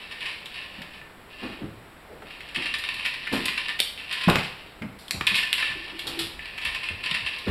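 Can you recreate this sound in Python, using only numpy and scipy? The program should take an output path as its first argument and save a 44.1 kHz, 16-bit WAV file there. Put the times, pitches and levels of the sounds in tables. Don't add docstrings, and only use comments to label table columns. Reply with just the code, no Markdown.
import sys
import numpy as np
from scipy import signal
from scipy.fft import rfft, irfft
from scipy.io import wavfile
from scipy.ndimage import uniform_filter1d

SR = 44100
rng = np.random.default_rng(int(sys.argv[2]) if len(sys.argv) > 2 else 0)


def bounce(signal):
    frames = np.transpose(np.atleast_2d(signal))
    limited = np.clip(frames, -1, 1)
    pcm = np.round(limited * 32767).astype(np.int16)
    wavfile.write(sys.argv[1], SR, pcm)


N = 330750
TIME = np.arange(N) / SR


def undb(db):
    return 10 ** (np.asarray(db) / 20)


def unit(x):
    return x / np.sqrt(np.sum(x ** 2))


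def add(track, s, x):
    start = max(int(s * SR), 0)
    track[start:start + len(x)] += x[:max(N - start, 0)]


def through(x, impulse):
    return signal.fftconvolve(x, impulse)[:len(x)]


def response(points, size=2048):
    hz, db = np.transpose(points)
    grid = np.maximum(np.fft.rfftfreq(size, 1 / SR), 1)
    gain = undb(np.interp(np.log(grid), np.log(hz), db))
    cepstrum = irfft(np.log(gain))
    cepstrum[1:size // 2] *= 2
    cepstrum[size // 2 + 1:] = 0
    return unit(irfft(np.exp(rfft(cepstrum))))


def contacts(count, per_s, spread_db):
    hit = rng.random(count) < per_s / SR
    hit[0] = True
    size = undb(spread_db * np.clip(rng.standard_normal(count), -2, 2))
    return unit(hit * size * rng.choice([-1, 1], count)) * np.sqrt(count)


def swells(events, attack_s, release_s):
    total = np.zeros(N)
    for s, length, height in events:
        rise = np.clip((TIME - s) / attack_s, 0, 1)
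        total += height * rise * np.exp(-np.maximum(TIME - s - length, 0) / release_s)
    return total


def room_tone(hiss_db=-48.5, whine_hz=7840, whine_db=-73.5):
    # frequency in Hz, relative level of the hiss in dB.
    hiss_spectrum = [(25, -1.5), (70, -7), (150, -3.5), (400, -4.5), (1000, -7), (2000, -9), (4000, -18.5),
                     (5500, -26), (8000, -27), (12000, -27.5), (16000, -34)]
    hiss = through(rng.standard_normal(N), response(hiss_spectrum, size=8192))
    jittered_hz = whine_hz + 700 * rng.standard_normal(N)
    whine = np.sqrt(2) * np.sin(2 * np.pi * np.cumsum(jittered_hz) / SR)
    return undb(hiss_db) * hiss + undb(whine_db) * whine


def rumble(gain_db=-0.5):
    # time in seconds, relative level of the rumble in dB.
    levels = [(0.0, -61.5), (3.0, -55.5), (4.6, -60), (5.6, -55.5), (6.6, -49.5), (7.5, -60)]
    # frequency in Hz, relative level in dB.
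    rumble_spectrum = [(20, -9), (38, 7.5), (70, 9), (100, -1.5), (200, -7), (1000, -55)]
    gain = undb(gain_db + np.interp(TIME, *np.transpose(levels)))
    return gain * through(rng.standard_normal(N), response(rumble_spectrum, size=8192))


def room(x, wet_db, low_t60=0.43, mid_t60=0.54, high_t60=0.46, gap_s=0.0016, positions=40):
    t, hop = TIME[:2 ** 14], N // positions
    band = np.digitize(np.fft.rfftfreq(len(t), 1 / SR), [700, 6000])
    fades = [undb(-60 * t / t60) * (t > gap_s) for t60 in (low_t60, mid_t60, high_t60)]
    wet = np.zeros(N)
    for start in range(0, N, hop):
        diffuse = rng.standard_normal(len(t))
        early = contacts(len(t), per_s=400, spread_db=4) * np.exp(-t / 0.015)
        echoes = rfft(diffuse + early)
        tail = unit(sum(irfft(echoes * (band == k)) * fade for k, fade in enumerate(fades)))
        first = max(start - hop, 0)
        part = x[first:start + hop]
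        crossfade = np.cos(np.pi / 2 * (first + np.arange(len(part)) - start) / hop)
        add(wet, first / SR, signal.fftconvolve(part * crossfade, tail))
    return x + undb(wet_db) * wet


def bumps(scuff_db=-1, width=0.39, rise_share=0.37, floor_hz=70, floor_db=-17):
    # start in seconds, thud level in dB, pitch in Hz, decay in seconds, scuff level in dB.
    soft_blows = [(0.775, -44, 198, 0.038, -46), (1.414, -34.5, 243, 0.069, -37.5),
                  (1.605, -32.5, 249, 0.043, -48), (1.63, -35.5, 117, 0.052, -56),
                  (2.075, -45.5, 433, 0.091, -57), (2.218, -59, 400, 0.014, -39),
                  (2.56, -37.5, 229, 0.061, -41.5), (3.313, -26, 240, 0.052, -28.5),
                  (3.802, -52, 386, 0.0016, -25), (4.278, -19.5, 171, 0.031, -17.5),
                  (4.351, -26.5, 139, 0.019, -21.5), (4.813, -30, 155, 0.028, -40),
                  (5.134, -34, 146, 0.03, -39.5), (5.15, -38, 68, 0.051, -60),
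                  (5.211, -32.5, 196, 0.007, -51), (5.314, -34, 193, 0.019, -62),
                  (5.692, -45, 150, 0.027, -46), (5.862, -55, 168, 0.055, -44.5),
                  (6.04, -55, 250, 0.097, -39), (6.19, -45, 127, 0.048, -39.5),
                  (6.621, -48.5, 51.7, 0.092, -49.5), (6.906, -34, 110, 0.019, -50),
                  (7.108, -39.5, 165, .028, -62), (7.224, -42.5, 64.5, 0.024, -61),
                  (7.463, -24, 255, 0.037, -34.5), (7.469, -30, 82, 0.055, -32)]
    # frequency in Hz, relative level of the scuff in dB.
    scuff_spectrum = [(30, -9), (120, -4.5), (300, -1.5), (600, -1.5), (1200, -4), (2000, -7.5),
                      (4500, -22), (8000, -31), (15000, -34)]
    out, t = np.zeros(N), TIME[:SR // 3]
    for s, db, hz, decay, rub_db in soft_blows:
        rise = rise_share * decay
        push = np.minimum(t / rise, 1) * np.exp(-np.maximum(t - rise, 0) / decay)
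        force, friction = rng.standard_normal((2, len(t))) * push
        size = np.linalg.norm(push)
        for ring_hz, ring_db in ((hz, 0), (floor_hz, floor_db)):
            edges_hz = [ring_hz / (1 + width), ring_hz * (1 + width)]
            band = signal.butter(2, edges_hz, "band", fs=SR, output="sos")
            add(out, s - .5 / ring_hz, size * undb(db + ring_db) * unit(signal.sosfilt(band, force)))
        scuff = unit(through(friction, response(scuff_spectrum)))
        add(out, s, size * undb(rub_db + scuff_db) * scuff)
    return out


def collision(s=4.2745, hz=190, swell_s=0.0032, peak_db=-9):
    out, t = np.zeros(N), TIME[:SR // 10]
    envelope = t / swell_s * np.exp(1 - t / swell_s)
    add(out, s, undb(peak_db) * np.sin(2 * np.pi * hz * t) * envelope)
    return out


def cavity_hum(hz=335, push_s=0.027, ring_s=0.0058, gain_db=27):
    # time of the nudge in seconds, relative level in dB.
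    nudges = [(5.756, -41), (5.931, -37.5), (6.046, -40), (6.126, -37), (6.174, -29.5), (6.204, -38)]
    out, t = np.zeros(N), TIME[:SR // 4]
    note = np.sin(2 * np.pi * hz * t) * np.exp(-t / ring_s) * t
    for s, db in nudges:
        push = rng.standard_normal(len(t)) * np.exp(-t / push_s)
        add(out, s - ring_s, unit(through(push, note)) * undb(db + gain_db))
    return out


def disperse(x, hz=3100, width_hz=1300, stages=2):
    _, poles = signal.iirpeak(hz, hz / width_hz, fs=SR)
    for _ in range(stages):
        x = signal.lfilter(poles[::-1], poles, x)
    return x


def knock(hz):
    # multiple of the pitch, relative level in dB.
    spot_spectrum = [(.1, -30.5), (.35, -18), (.6, -5.5), (.8, 1), (1, 2), (1.25, -5.5), (1.7, -16.5),
                     (4, -31.5)]
    return response([(hz * k, db) for k, db in spot_spectrum])


def shell(blows, ring_db, free_t60=0.13, grip_ease_s=0.09):
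    # start and length in seconds, change in dB
    grips = [(3.45, .3, 1.5), (4.32, 0.33, -14), (5.85, 0.4, -8)]
    # frequency of a mode in Hz, relative level in dB, seconds to fall 60 dB.
    modes = [(967, -18, 0.15), (1045, -11.5, 0.05), (1196, -17, 0.054), (1758, -5.5, 0.072),
             (1820, -7, 0.091), (1920, -14, 0.2), (2187, -17, 0.12), (2480, -6, 0.071), (2676, -3.5, 0.049),
             (2660, -25, 0.091), (3260, -22, 0.053), (3765, -10, 0.028)]
    # frequency in Hz, relative level of the click in dB.
    click_spectrum = [(300, -15), (800, -32), (1500, -5), (1900, 5), (2700, 14.5), (3500, 6), (4600, 3),
                      (5600, -7), (7500, -53), (15000, -79)]
    t = TIME[:SR // 3]
    grip_db = swells(grips, grip_ease_s, grip_ease_s / 2)
    out = through(blows, response(click_spectrum))
    for hz, db, t60 in modes:
        mode = unit(np.sin(2 * np.pi * hz * t) * undb(-60 * t / t60))
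        share = undb(ring_db + db + grip_db * t60 / free_t60) * rng.standard_normal(N)
        out += through(blows * share, mode)
    return out


def drops(hz=1772, t60=0.17, ring_db=19, click_hz=2400, click_db=15, contact_s=0.0051):
    # start in seconds, relative level in dB.
    lone_pieces = [(0.8176, -40), (1.015, -37.5), (3.269, -28), (4.2108, -28), (5.4295, -22), (5.627, -15),
                   (5.7133, -26.5), (6.392, -25.5)]
    out, t = np.zeros(N), TIME[:SR // 4]
    ring = unit(np.sin(2 * np.pi * hz * t) * undb(-60 * t / t60))
    for s, db in lone_pieces:
        force = contacts(len(t), per_s=6000, spread_db=6) * np.exp(-t / contact_s)
        click = unit(through(force, knock(click_hz)))
        add(out, s, undb(db) * (undb(ring_db) * ring + undb(click_db) * click))
    return out


def snaps(body_db=20, edge_db=12, edge_ring_s=0.0046, edge_hz=3930, db_per_octave=24.5, first_touch=10):
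    # start in seconds, relative level in dB, pitch in Hz, contact time in seconds.
    strikes = [(0.457, -29, 3300, 0.005), (0.818, -31.5, 2970, 0.006), (2.306, -37, 2570, 0.0058),
               (2.406, -32.5, 2600, 0.0052), (2.752, -27, 2900, 0.001), (2.786, -31, 4200, 0.013),
               (2.942, -31, 3830, 0.006), (3.061, -20.5, 3030, 0.0038), (3.27, -23.5, 2320, 0.008),
               (3.327, -23.5, 4170, 0.038), (3.456, -22.5, 4400, .003), (3.686, -28.5, 2470, 0.0047),
               (3.791, -20.5, 3160, 0.0031), (3.802, -11.5, 3800, 0.00066), (4.127, -25.5, 3730, 0.012),
               (4.284, -15, 1160, 0.0037), (4.299, -15.5, 3320, 0.0014), (4.357, -15, 2630, 0.00013),
               (4.82, -30.5, 2250, 0.004), (4.989, -37.5, 4400, 0.06), (5.081, -33.5, 3830, 0.0029),
               (5.109, -17.5, 3800, 0.00063), (5.210, -20.5, 2600, 0.0023), (5.209, -24.5, 1220, 0.0032),
               (5.268, -13.5, 3280, 0.0075), (5.354, -17, 3830, 0.03), (5.529, -13, 3460, 0.00032),
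               (5.991, -23.5, 3340, 0.017), (6.070, -21.5, 3820, 0.028), (6.191, -17, 3820, 0.03),
               (6.577, -23.5, 2550, 0.013), (6.65, -27, 3900, 0.008), (6.748, -26.5, 2590, 0.004),
               (7.385, -33.5, 3800, 0.011)]
    # frequency in Hz, relative level of the bright edge in dB.
    edge_spectrum = [(2000, -30), (4500, -6), (7500, -1), (11500, 0), (13500, -3), (15500, -9)]
    out, t = np.zeros(N), TIME[:SR // 10]
    soften = signal.butter(3, 13500, fs=SR, output="sos")
    for s, db, hz, contact_s in strikes:
        force = contacts(len(t), per_s=3400, spread_db=6) * np.exp(-t / contact_s)
        grit = rng.standard_normal(len(t)) * np.exp(-t / (contact_s + edge_ring_s))
        grit[0] += first_touch
        edge = unit(signal.sosfilt(soften, through(grit, response(edge_spectrum))))
        hardness_db = db_per_octave * np.log2(hz / edge_hz)
        add(out, s, unit(through(force, knock(hz))) * undb(db + body_db))
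        add(out, s, edge * undb(db + hardness_db + edge_db))
    return out


def tumbling(slips_per_s=24, spread_db=1.5):
    hold = int(SR / slips_per_s)
    slips = np.repeat(rng.standard_normal(1000), hold)[:N]
    return undb(spread_db * uniform_filter1d(slips, hold // 3))


def kibble(trickle_db=-4, trickle_tick_db=-27, shower_db=-10.5, shower_tick_db=-30, gather_s=0.00053,
           spot_hz=2770, spot_db=-13, spot_spread=0.014):
    # start and length in seconds, relative level in dB.
    rolls = [(-0.05, 0.43, -42), (0.466, 0.18, -40), (0.705, 0.25, -46.5), (1.28, 0.14, -47.5),
             (1.384, 0.17, -45), (2.239, 0.29, -44), (2.55, 0.83, -35.5), (3.3, 0.39, -34.5),
             (4.068, 0.27, -30.5), (4.42, 0.25, -47), (5.303, 0.4, -34.5), (5.75, 0.52, -40),
             (6.38, 0.82, -41), (7.025, .22, -37.5), (7.272, 0.24, -38.5)]
    # start in seconds, relative level in dB, decay in seconds.
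    showers = [(0.11, -28, 0.061), (0.205, -26.5, 0.11), (0.2544, -22.5, 0.044), (0.5398, -29.5, 0.042),
               (0.935, -33.5, 0.027), (2.4875, -25.5, 0.0076), (2.5453, -17, 0.0092), (2.5554, -13, 0.01),
               (2.62, -19, 0.014), (2.6571, -17, 0.019), (2.737, -11.5, 0.011), (2.835, -17.5, 0.017),
               (2.8871, -14, 0.0066), (2.9913, -24.5, 0.032), (3.049, -15, 0.019), (3.1353, -21, 0.013),
               (3.456, -10.5, 0.0053), (3.4815, -13.5, 0.016), (3.5744, -15, 0.014), (3.683, -16.5, 0.017),
               (3.975, -30.5, 0.12), (4.1041, -20, 0.021), (4.127, -19.5, 0.012), (4.2095, -18.5, 0.012),
               (4.2354, -11, 0.0062), (4.3841, -15, 0.012), (4.4306, -21.5, 0.038), (5.2679, -8.5, 0.017),
               (5.3011, -18.5, 0.023), (5.3415, -13.5, 0.032), (5.3543, -14.5, 0.012), (5.378, -15.5, 0.03),
               (5.4297, -13, 0.0061), (5.5281, -15, 0.012), (5.5784, -17, 0.084), (6.4548, -22.5, 0.0058),
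               (6.6139, -26, 0.092), (6.6498, -18.5, 0.041), (6.746, -17, 0.014), (6.8301, -23, 0.046),
               (6.8862, -16, 0.0059), (7.0348, -19, 0.023), (7.059, -14, 0.0075), (7.1105, -11, 0.0063),
               (7.1417, -13, 0.017), (7.258, -18.5, 0.03), (7.478, -30, 0.015)]
    # frequency in Hz, relative level of the tick in dB.
    tick_spectrum = [(2000, -20), (4500, -42), (7500, 4), (10500, 6.5), (15500, -34)]
    rolling = swells([(s, length, undb(db)) for s, length, db in rolls], attack_s=0.045, release_s=0.066)
    trickle = contacts(N, per_s=750, spread_db=2) * rolling * tumbling()
    blows, ticks = trickle * undb(trickle_db), trickle * undb(trickle_tick_db)
    spots, t = np.zeros(N), TIME[:SR // 6]
    for s, db, decay in showers:
        heap = (1 - np.exp(-t / gather_s)) * np.exp(-t / decay)
        fall = unit(contacts(len(t), per_s=1700, spread_db=3.5) * heap) * np.sqrt(decay * SR / 2)
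        hz = spot_hz * np.exp(spot_spread * rng.standard_normal())
        add(blows, s, fall * undb(db + shower_db))
        add(spots, s, through(fall * rng.choice([-1, 1], len(t)), knock(hz)) * undb(db + spot_db))
        add(ticks, s, fall * undb(db + shower_tick_db))
    return shell(blows, ring_db=-5.5) + spots + through(ticks, response(tick_spectrum))


def scene(dull_hz=13000):
    dull = signal.butter(3, dull_hz, fs=SR, output="sos")
    rattle = signal.sosfilt(dull, disperse(kibble() + snaps() + drops()))
    thuds = signal.sosfilt(dull, bumps() + collision() + cavity_hum())
    return (room(rattle, wet_db=-2.0) + room(thuds, wet_db=-3.5) + rumble() + room_tone())[None]


def record(dry, notch_hz=6310, notch_width_hz=1700, top_hz=15800):
    notched = signal.lfilter(*signal.iirnotch(notch_hz, notch_hz / notch_width_hz, fs=SR), dry)
    return signal.sosfilt(signal.ellip(12, .2, 90, top_hz, fs=SR, output="sos"), notched)


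dry = scene()
out = record(dry)
bounce(out)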